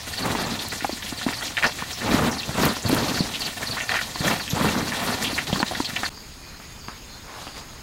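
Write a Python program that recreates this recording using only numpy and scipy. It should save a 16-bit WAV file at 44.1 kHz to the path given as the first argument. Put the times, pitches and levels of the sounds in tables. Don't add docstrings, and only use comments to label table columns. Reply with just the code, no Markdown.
import sys
import numpy as np
from scipy import signal
from scipy.io import wavfile
from scipy.ndimage import uniform_filter1d

SR = 44100
rng = np.random.default_rng(int(sys.argv[2]) if len(sys.argv) > 2 else 0)


def wav_record(signal):
    frames = np.transpose(np.atleast_2d(signal))
    bounded = np.clip(frames, -1, 1)
    quanta = np.round(bounded * 32767).astype(np.int16)
    wavfile.write(sys.argv[1], SR, quanta)


N = 344862
T = np.arange(N) / SR
BURST_T = T[:4000]
CUT_S = 6.094

# (relative, per Hz)
HEAP_SPECTRUM = [(250, -16), (450, -3.5), (900, 0), (1300, -3.5), (2500, -11.5), (5000, -32)]
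# (relative, per Hz)
GRIT_SPECTRUM = [(1470, -13), (2500, -1), (2640, -1.5), (3980, 3.5), (5150, -1), (6920, -2.5), (8020, -6.5),
                 (14800, -17), (16000, -52)]


def hands():
    # (relative, per Hz)
    tray_spectrum = [(12, -49), (20, -21), (102, -6.5), (151, -4), (202, -2), (232, 0), (265, -2),
                     (348, -8.5), (500, -12), (650, -14.5), (1100, -120)]
    # (relative, per Hz)
    fizz_spectrum = [(5000, -59), (8000, -6), (12500, 1), (15500, -6), (17000, -50)]
    fizz_db, fizz_power = 24.5, 2.17
    drum_gain, rub_gain, patter_gain, grit_gain = effort()
    grip = lumpy(0.016, 1.82)
    drum = coloured(contacts(1800, 4.4), tray_spectrum)
    rub = patchy(coloured(contacts(1200, 1.6), HEAP_SPECTRUM), 1.85, frames=10, bins=3)
    patter = lumpy(0.0069, 4.1) * evened(bucket(contacts(1200, 1.8)))
    fizz = coloured(contacts(7000, 3.5), fizz_spectrum)
    grit = patchy(coloured(contacts(9000, 2.4), GRIT_SPECTRUM), 2.37, frames=10, bins=14)
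    out = grip * (drum_gain * drum + rub_gain * rub)
    out += patter_gain * patter + grit_gain * grit
    return out + gain_of(fizz_db) * grit_gain ** fizz_power * fizz


def effort():
    # start_s, peak_s, end_s, tray_db, heap_db, pellets_db, grit_db
    strokes = [(0.052, 0.14, 0.18, -63, -62, -39, -60), (0.153, 0.3, 0.72, -27.5, -28.5, -36.5, -39.5),
               (1.203, 1.225, 1.39, -59, -38, -37.5, -56), (1.576, 1.686, 1.71, -48, -27, -31, -54),
               (2, 2.152, 2.216, -21, -24, -32, -31), (2.15, 2.23, 2.37, -21.5, -24.5, -36, -41),
               (2.28, 2.343, 2.9, -38.5, -42, -47, -49), (2.499, 2.661, 2.734, -21, -22, -31.5, -28.5),
               (2.817, 2.947, 3.11, -23, -27, -31.5, -31), (2.958, 3.08, 3.36, -29, -31, -38.5, -33.5),
               (3.532, 3.637, 4, -42, -36.5, -48, -37.5), (3.82, 3.966, 3.96, -46, -29.5, -30.5, -55),
               (4.192, 4.272, 4.436, -24.5, -25, -29.5, -29.5), (4.5, 4.66, 4.95, -21.5, -25.5, -31.5, -32),
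               (4.846, 5.03, 5.4, -31, -29, -32.5, -34), (5.082, 5.274, 5.7, -36, -38.5, -43, -40),
               (5.46, 5.564, 5.66, -31, -34, -38.5, -37.5), (5.799, 5.916, 6.1, -48, -60, -39, -61),
               (6.028, 6.047, 5.8, -44, -27.5, -31, -44)]
    # start_s, end_s, change_db
    rests = [(1.252, 1.263, -6), (5.452, 5.469, -6), (5.655, 5.677, -2), (5.912, 5.957, -4.5)]
    # level_db of tray, heap, pellets, grit
    stir_db = [-43, -43, -43.5, -36.5]
    swell_power = 0.93
    power = np.outer(gain_of(stir_db), lumpy(0.022, 2.5)) ** 2
    for start, peak, end, *levels_db in strokes:
        span = slice(int(start * SR), int(max(peak, end) * SR))
        swell = np.interp(T[span], [start, peak, end], [0, 1, 0]) ** swell_power
        power[:, span] += np.outer(gain_of(levels_db), swell) ** 2
    for start, end, db in rests:
        hush_db = np.interp(T, [start - .01, start, end - .001, end], [0, db, db, 0])
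        power *= gain_of(hush_db) ** 2
    return np.sqrt(power)


def knocks():
    # start_s, thud_level_db, thud_hz, slap_peak_db, slap_hz
    knock_table = [(0.279, -33, 180, -21, 890), (0.351, -24, 277, -13, 900), (0.823, -28, 278, -38, 500),
                   (0.846, -31, 247, -10, 787), (0.85, -36, 250, -14, 830), (0.894, -24.5, 332, -15.5, 615),
                   (0.929, -22, 243, -39, 678), (1.125, -23.5, 255, -30, 796),
                   (1.214, -43, 221, -23.5, 1300), (1.265, -11.5, 246, -18, 635),
                   (1.281, -32, 278, -20, 1010), (1.308, -40, 250, -24, 950), (1.29, -21.5, 258, -23, 796),
                   (1.823, -27, 200, -18.5, 1000), (2.141, -9.5, 240, -12, 880),
                   (2.492, -18.5, 135, -19.5, 668), (2.634, -15, 245, -8, 860),
                   (2.767, -34, 281, -19, 1010), (2.852, -15.5, 125, -21, 530),
                   (2.861, -14.5, 111, -34, 533), (2.928, -8.5, 278, -28, 750),
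                   (3.2055, -8.5, 181, -36, 500), (3.7, -24, 121, -27, 506), (3.769, -49, 208, -19, 1020),
                   (4.158, -34, 298, -20, 1020), (4.206, -14, 136.2, -39, 587),
                   (4.532, -12.5, 152, -32, 794), (4.611, -16, 161, -13.5, 1060),
                   (4.642, -16, 148, -20, 1010), (5.329, -22.5, 280, -27, 907), (5.495, -35, 150, -22, 800),
                   (5.501, -22, 119.3, -21, 795), (5.529, -11, 186, -14.5, 557),
                   (5.559, -34, 205, -17, 1060), (5.602, -22, 300, -14.5, 780), (5.618, -39, 250, -20, 800),
                   (5.629, -14.5, 210, -9, 960), (5.712, -29, 300, -18, 715), (5.72, -43, 250, -18.5, 665),
                   (5.735, -44, 250, -23, 750), (5.802, -15, 276, -12.5, 937), (5.889, -32, 200, -40, 600),
                   (5.932, -25, 185, -41, 600), (6.033, -40, 300, -14, 770)]
    thud_rise_s, thud_t60_s = 0.0014, 0.031
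    slap_rise_s, slap_t60_s, splash_share = 0.00016, 0.019, 0.7
    out, t = np.zeros(N), BURST_T
    thud_shape = peaked(gain_of(-60 * t / thud_t60_s) * (1 - np.exp(-t / thud_rise_s)))
    slap_shape = peaked(gain_of(-60 * t / slap_t60_s) * (1 - np.exp(-t / slap_rise_s)))
    sagging_s = t + 0.085 * 0.0024 * (1 - np.exp(-t / 0.0034))
    for s, thud_db, thud_hz, slap_db, slap_hz in knock_table:
        thud = gain_of(thud_db) * thud_shape * np.cos(2 * np.pi * thud_hz * sagging_s)
        slap = slap_shape * np.sin(2 * np.pi * slap_hz * sagging_s)
        slap += splash_share * burst(1.02 * slap_hz, 1600, 0.0058, 0.13, first=1.7)
        add(out, s, -thud - gain_of(slap_db) * peaked(slap))
    return out


def clumps():
    # start_s, level_db (before direct and wall gains), centre_hz, length_s
    clump_table = [(0.72, -22.5, 1770, 0.018), (0.807, -22, 2000, 0.0094), (0.823, -26, 2270, 0.01),
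                   (0.845, -20, 1690, 0.003), (1.288, -16, 1930, 0.0036), (1.027, -21.5, 1750, 0.0081),
                   (1.327, -22, 1850, 0.016), (1.41, -23, 1460, 0.016), (1.479, -23, 2640, 0.014),
                   (1.5695, -11.5, 2420, 0.0051), (1.577, -11.5, 1520, 0.013), (1.584, -14, 1900, 0.014),
                   (1.626, -11, 1840, 0.0083), (1.634, -8, 1690, 0.0085), (1.6368, -19, 1900, 0.0045),
                   (1.641, -6, 1470, 0.012), (1.663, -14.5, 806, 0.012), (1.786, -23, 1770, 0.053),
                   (2.009, -20.5, 1690, 0.029), (2.432, -17, 3050, 0.013), (3.175, -20, 1610, 0.0071),
                   (3.42, -17.5, 2950, 0.022), (3.462, -24, 3100, 0.038), (3.624, -19, 1800, 0.023),
                   (3.772, -19.5, 1660, 0.022), (3.803, -14.5, 1960, 0.019), (3.893, -10.5, 1900, 0.0086),
                   (3.942, -11, 1720, 0.0032), (3.947, -16, 1500, 0.045), (3.951, -15, 2150, 0.019),
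                   (3.967, -11.5, 1820, 0.019), (3.99, -13.5, 1800, 0.0066), (4.013, -16, 1700, 0.0042),
                   (4.31, -16, 2250, 0.014), (4.398, -21.5, 1750, 0.014), (4.478, -18.5, 2600, 0.015),
                   (4.92, -17, 1640, 0.025), (5.379, -11.5, 1950, 0.02), (5.471, -27, 2110, 0.015),
                   (5.629, -11, 2050, 0.0027), (5.749, -20, 1420, 0.018), (5.846, -18.5, 3400, 0.03),
                   (5.898, -23, 1704, 0.01), (5.961, -17, 2300, 0.0033), (5.964, -14.5, 2700, 0.011),
                   (5.968, -17, 1860, 0.0088), (6.033, -16, 1490, 0.0051), (6.041, -19, 1500, 0.016),
                   (6.061, -16, 1500, 0.006)]
    out = np.zeros(N)
    for s, db, hz, length_s in clump_table:
        add(out, s, gain_of(db) * burst(hz, 1490, length_s, .07, first=1.91))
    return 0.84 * out + gain_of(13.5) * bucket(out)


def bucket(x):
    # freq_hz, width_hz, level_db (before division by root width)
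    modes = [(721, 59, 10.5), (1443, 81, 5), (1800, 100, 8.5), (1960, 21, -2.5), (2316, 34, -1),
             (2700, 49, 2.5), (3220, 140, 3)]
    x = resonate(x, 2150, 2500)
    return sum(gain_of(db) * resonate(x, hz, width) / np.sqrt(abs(width)) for hz, width, db in modes)


def smacks():
    # start_s, peak_db, centre_hz, length_s
    smack_table = [(0.506, -23, 3960, 0.03), (0.591, -19, 3570, 0.023), (0.778, -27, 5600, 0.017),
                   (1.023, -25.5, 3220, 0.021), (1.061, -24.5, 2750, 0.03), (1.224, -22, 3880, 0.032),
                   (1.334, -25, 4660, 0.02), (1.571, -20.5, 3670, 0.006), (1.585, -23, 3930, 0.017),
                   (1.666, -15.5, 4870, 0.017), (1.929, -22.5, 5370, 0.032), (2.314, -23.5, 5800, 0.036),
                   (2.823, -25, 6670, 0.013), (3.082, -19, 4570, 0.02), (3.162, -24, 4620, 0.14),
                   (3.338, -19.5, 2980, 0.039), (3.816, -25, 6460, 0.031), (4.246, -21, 3400, 0.065),
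                   (4.506, -19.5, 3700, 0.027), (4.502, -17.5, 6170, 0.02), (4.495, -29, 12000, 0.032),
                   (5.24, -15.5, 2900, 0.042), (5.47, -23, 3960, 0.025), (5.528, -18, 3230, 0.018),
                   (5.549, -23, 4470, 0.025), (5.679, -18.5, 3780, 0.02), (5.748, -23, 3600, 0.016)]
    out = np.zeros(N)
    for s, db, hz, length_s in smack_table:
        add(out, s, gain_of(db) * burst(hz, 1670, length_s, 0.22, first=1.2))
    return out


def snaps():
    # start_s, peak_db
    snap_table = [(0.2608, -18), (0.685, -12), (2.654, -3), (2.892, -9), (2.947, -5), (3.396, -14)]
    out = np.zeros(N)
    for s, db in snap_table:
        add(out, s, gain_of(db) * burst(11800, 10000, 0.0027, 0.075, first=2.9))
    return out


def cricket():
    # second_stroke_s, first_peak_db, second_peak_db
    chirps = [(0.175, -25, -22.5), (0.266, -21.5, -42), (0.437, -27, -28), (0.701, -27, -24.5),
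              (0.916, -31, -26.5), (1.174, -32, -28.5), (1.384, -28, -26), (1.643, -33, -25),
              (2.162, -27, -30), (2.383, -26, -20.5), (2.687, -23, -23), (2.904, -22.5, -21),
              (3.029, -24, -29), (3.192, -21, -18.5), (3.451, -20.5, -18.5), (3.711, -19, -19.5),
              (3.929, -23.5, -25), (4.192, -27, -23.5), (4.404, -34, -24), (4.659, -32, -29),
              (4.87, -30, -25), (5.128, -30, -26), (5.339, -29, -22.5), (5.593, -27, -18.5),
              (5.85, -27, -21), (6.05, -39, -20)]
    wing_gap_s, stroke_s, lead_in_s = 0.044, 0.033, 0.004
    tone_level = 0.26
    out, u = np.zeros(N), np.linspace(0, 1, int(stroke_s * SR))
    hz = 4700 - 750 * u
    tone = tone_level * np.sin(2 * np.pi * np.cumsum(hz) / SR)
    swell = np.sin(np.pi * u ** 0.72)
    for s, first_db, second_db in chirps:
        for lead_s, db in ((wing_gap_s, first_db), (0, second_db)):
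            rough = resonate_twice(rng.standard_normal(len(u)), hz, 660)
            stroke = peaked((peaked(rough) + tone) * swell)
            add(out, s - lead_s - lead_in_s, gain_of(db) * stroke)
    return out


def tray_air():
    # (relative, per Hz)
    air_spectrum = [(12, -44), (20, 9), (107, 18.5), (459, -31), (1060, 4.5), (1570, -10), (1810, 6),
                    (2910, -4), (3950, 3.5), (14700, -10.5), (16000, -5.5)]
    noise = coloured(rng.standard_normal(N), air_spectrum)
    return gain_of(-39.5) * patchy(noise, 3.0, frames=20, bins=6)


def hens():
    # time_s, scuff_db, rustle_db
    scratch = [(6.14, -56, -71), (7.2, -55.5, -67), (7.29, -43.5, -61), (7.425, -40, -41.5),
               (7.462, -51, -45), (7.53, -50, -53), (7.58, -42, -41), (7.66, -51, -58)]
    # start_s, level_db, knock_hz
    pecks = [(6.175, -34, 1085), (6.6, -32.5, 890), (6.884, -19.5, 1090), (7.469, -24.5, 745),
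             (7.478, -30.5, 2800), (7.565, -30, 2170)]
    s, scuff_db, rustle_db = np.transpose(scratch)
    out = gain_of(np.interp(T, s, scuff_db)) * coloured(contacts(2200, 4.0), HEAP_SPECTRUM)
    out += gain_of(np.interp(T, s, rustle_db)) * coloured(contacts(6000, 2.7), GRIT_SPECTRUM)
    for s, db, hz in pecks:
        peck = burst(hz, 1100, 0.0025, 0.39, first=3.8)
        peck += 0.31 * burst(250, 115, 0.012, 0.045, first=4.6)
        peck += 0.43 * burst(hz, 1100, 0.033, 0.39)
        add(out, s, gain_of(db) * peck)
    return out


def insects():
    # freq_hz, width_hz (of each resonance), level_db
    chorus = [(6570, 310, -55), (7050, 220, -61.5), (4980, 780, -54.5)]
    # start_s, end_s, freq_hz, width_hz (of each resonance), level_db
    trills = [(6.097, 6.256, 4740, 450, -47), (6.449, 6.6, 4200, 250, -52),
              (6.785, 6.965, 4700, 400, -47.5), (7.061, 7.21, 4200, 400, -48.5),
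              (7.417, 7.66, 4750, 400, -48)]
    out = np.zeros(N)
    for hz, width, db in chorus:
        song = resonate_twice(rng.standard_normal(N), hz, width)
        out += gain_of(db) * evened(song) * lumpy(0.011, 2.3)
    for start, end, hz, width, db in trills:
        noise = rng.standard_normal(int((end - start) * SR))
        song = evened(resonate_twice(noise, hz, width))
        add(out, start, gain_of(db) * song * signal.windows.tukey(len(song), .6))
    return out


def whistles():
    # start_s, end_s, mean_hz, level_db (sine peak, before waver)
    whistle_table = [(6.36, 6.6, 2450, -54), (6.63, 6.82, 2470, -57), (6.68, 6.79, 3570, -55),
                     (6.8, 7.0, 3560, -62), (7.01, 7.26, 3580, -55), (7.35, 7.52, 3400, -58),
                     (7.63, 7.76, 3350, -59)]
    out = np.zeros(N)
    for start, end, hz, db in whistle_table:
        t = T[:int((end - start) * SR)]
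        waver = evened(uniform_filter1d(rng.standard_normal(SR // 2), 1500))[:len(t)]
        note = np.sin(2 * np.pi * np.cumsum(hz + 9 * waver) / SR)
        note *= gain_of(db + 1.5 * waver[::-1])
        add(out, start, note * signal.windows.tukey(len(t), .4))
    return out


def yard_air():
    # (relative, per Hz)
    yard_spectrum = [(12, -31), (20, 4), (68, 1), (248, -6), (718, -18), (949, -14), (3740, -17.5),
                     (4810, -16), (5850, -24.5), (6540, -20), (8650, -26.5), (14700, -29), (16000, -28)]
    noise = coloured(rng.standard_normal(N), yard_spectrum)
    return gain_of(-42) * patchy(noise, 1.9, frames=20, bins=4)


def gain_of(db):
    return 10 ** (np.asarray(db) / 20)


def evened(x):
    return x / np.sqrt(np.mean(x ** 2) + 1e-20)


def peaked(x):
    return x / np.max(np.abs(x))


def add(mix, s, sound):
    part = mix[round(s * SR):][:len(sound)]
    part += sound[:len(part)]


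def coloured(x, points):
    f, db = np.transpose(points)
    hz = np.fft.rfftfreq(8192, 1 / SR)
    curve_db = np.interp(np.log(hz + 1), np.log(f + 1), db)
    log_gain = np.log(gain_of(np.maximum(curve_db, -70)))
    mirrored = np.r_[log_gain, log_gain[-2:0:-1]]
    ring = np.fft.ifft(np.exp(np.conj(signal.hilbert(mirrored)))).real
    return evened(signal.oaconvolve(x, ring[:4096])[:len(x)])


def resonate(x, hz, width_hz):
    r = np.exp(-np.pi * abs(width_hz) / SR)
    if np.ndim(hz) == 0:
        return 2 * signal.lfilter([1 - r], [1, -r * np.exp(2j * np.pi * hz / SR)], x).real
    turn = np.exp(2j * np.pi * np.cumsum(hz) / SR)
    return 2 * (turn * signal.lfilter([1 - r], [1, -r], x / turn)).real


def resonate_twice(x, hz, width_hz):
    return resonate(resonate(x, hz, width_hz), hz, width_hz)


def contacts(per_s, spread_db):
    hit, sign, size = rng.random((3, N))
    strength = gain_of(-spread_db * np.log(size + 0.037))
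    return evened((hit < per_s / SR) * np.sign(sign - .5) * strength)


def lumpy(span_s, depth_db):
    width = max(int(span_s * SR), 2)
    drift = uniform_filter1d(uniform_filter1d(rng.standard_normal(N), width), width)
    return evened(gain_of(depth_db * evened(drift)))


def patchy(x, depth_db, frames, bins):
    z = signal.stft(x, nperseg=256, noverlap=192)[2]
    field = rng.standard_normal(z.shape)
    for _ in range(2):
        field = uniform_filter1d(uniform_filter1d(field, bins, 0), frames, 1)
    bass_guard = np.minimum(np.arange(len(z)) / 4, 1)[:, None]
    field = evened(field) * bass_guard
    return evened(signal.istft(z * gain_of(depth_db * field), nperseg=256, noverlap=192)[1][:N])


def burst(hz, width_hz, length_s, density, first=1.8):
    grains = rng.standard_normal(len(BURST_T)) * (rng.random(len(BURST_T)) < density)
    grains[0] = first
    shower = resonate_twice(grains, hz, width_hz)
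    return peaked(shower * np.exp(-(BURST_T / max(length_s, .003)) ** 1.37))


def scene():
    tray = hands() + knocks() + clumps() + smacks() + snaps() + cricket() + tray_air()
    yard = hens() + insects() + whistles() + yard_air()
    before = np.clip((CUT_S - T) / .003, 0, 1)
    after = np.clip((T - CUT_S) / .012, 0, 1)
    return np.tile(tray * before + yard * after, (2, 1))


def record(dry):
    edge_hz = 15850
    low_pass = signal.firwin(511, edge_hz, window=("kaiser", 9), fs=SR)
    return signal.oaconvolve(dry, low_pass[None], "same")


dry = scene()
out = record(dry)
wav_record(out)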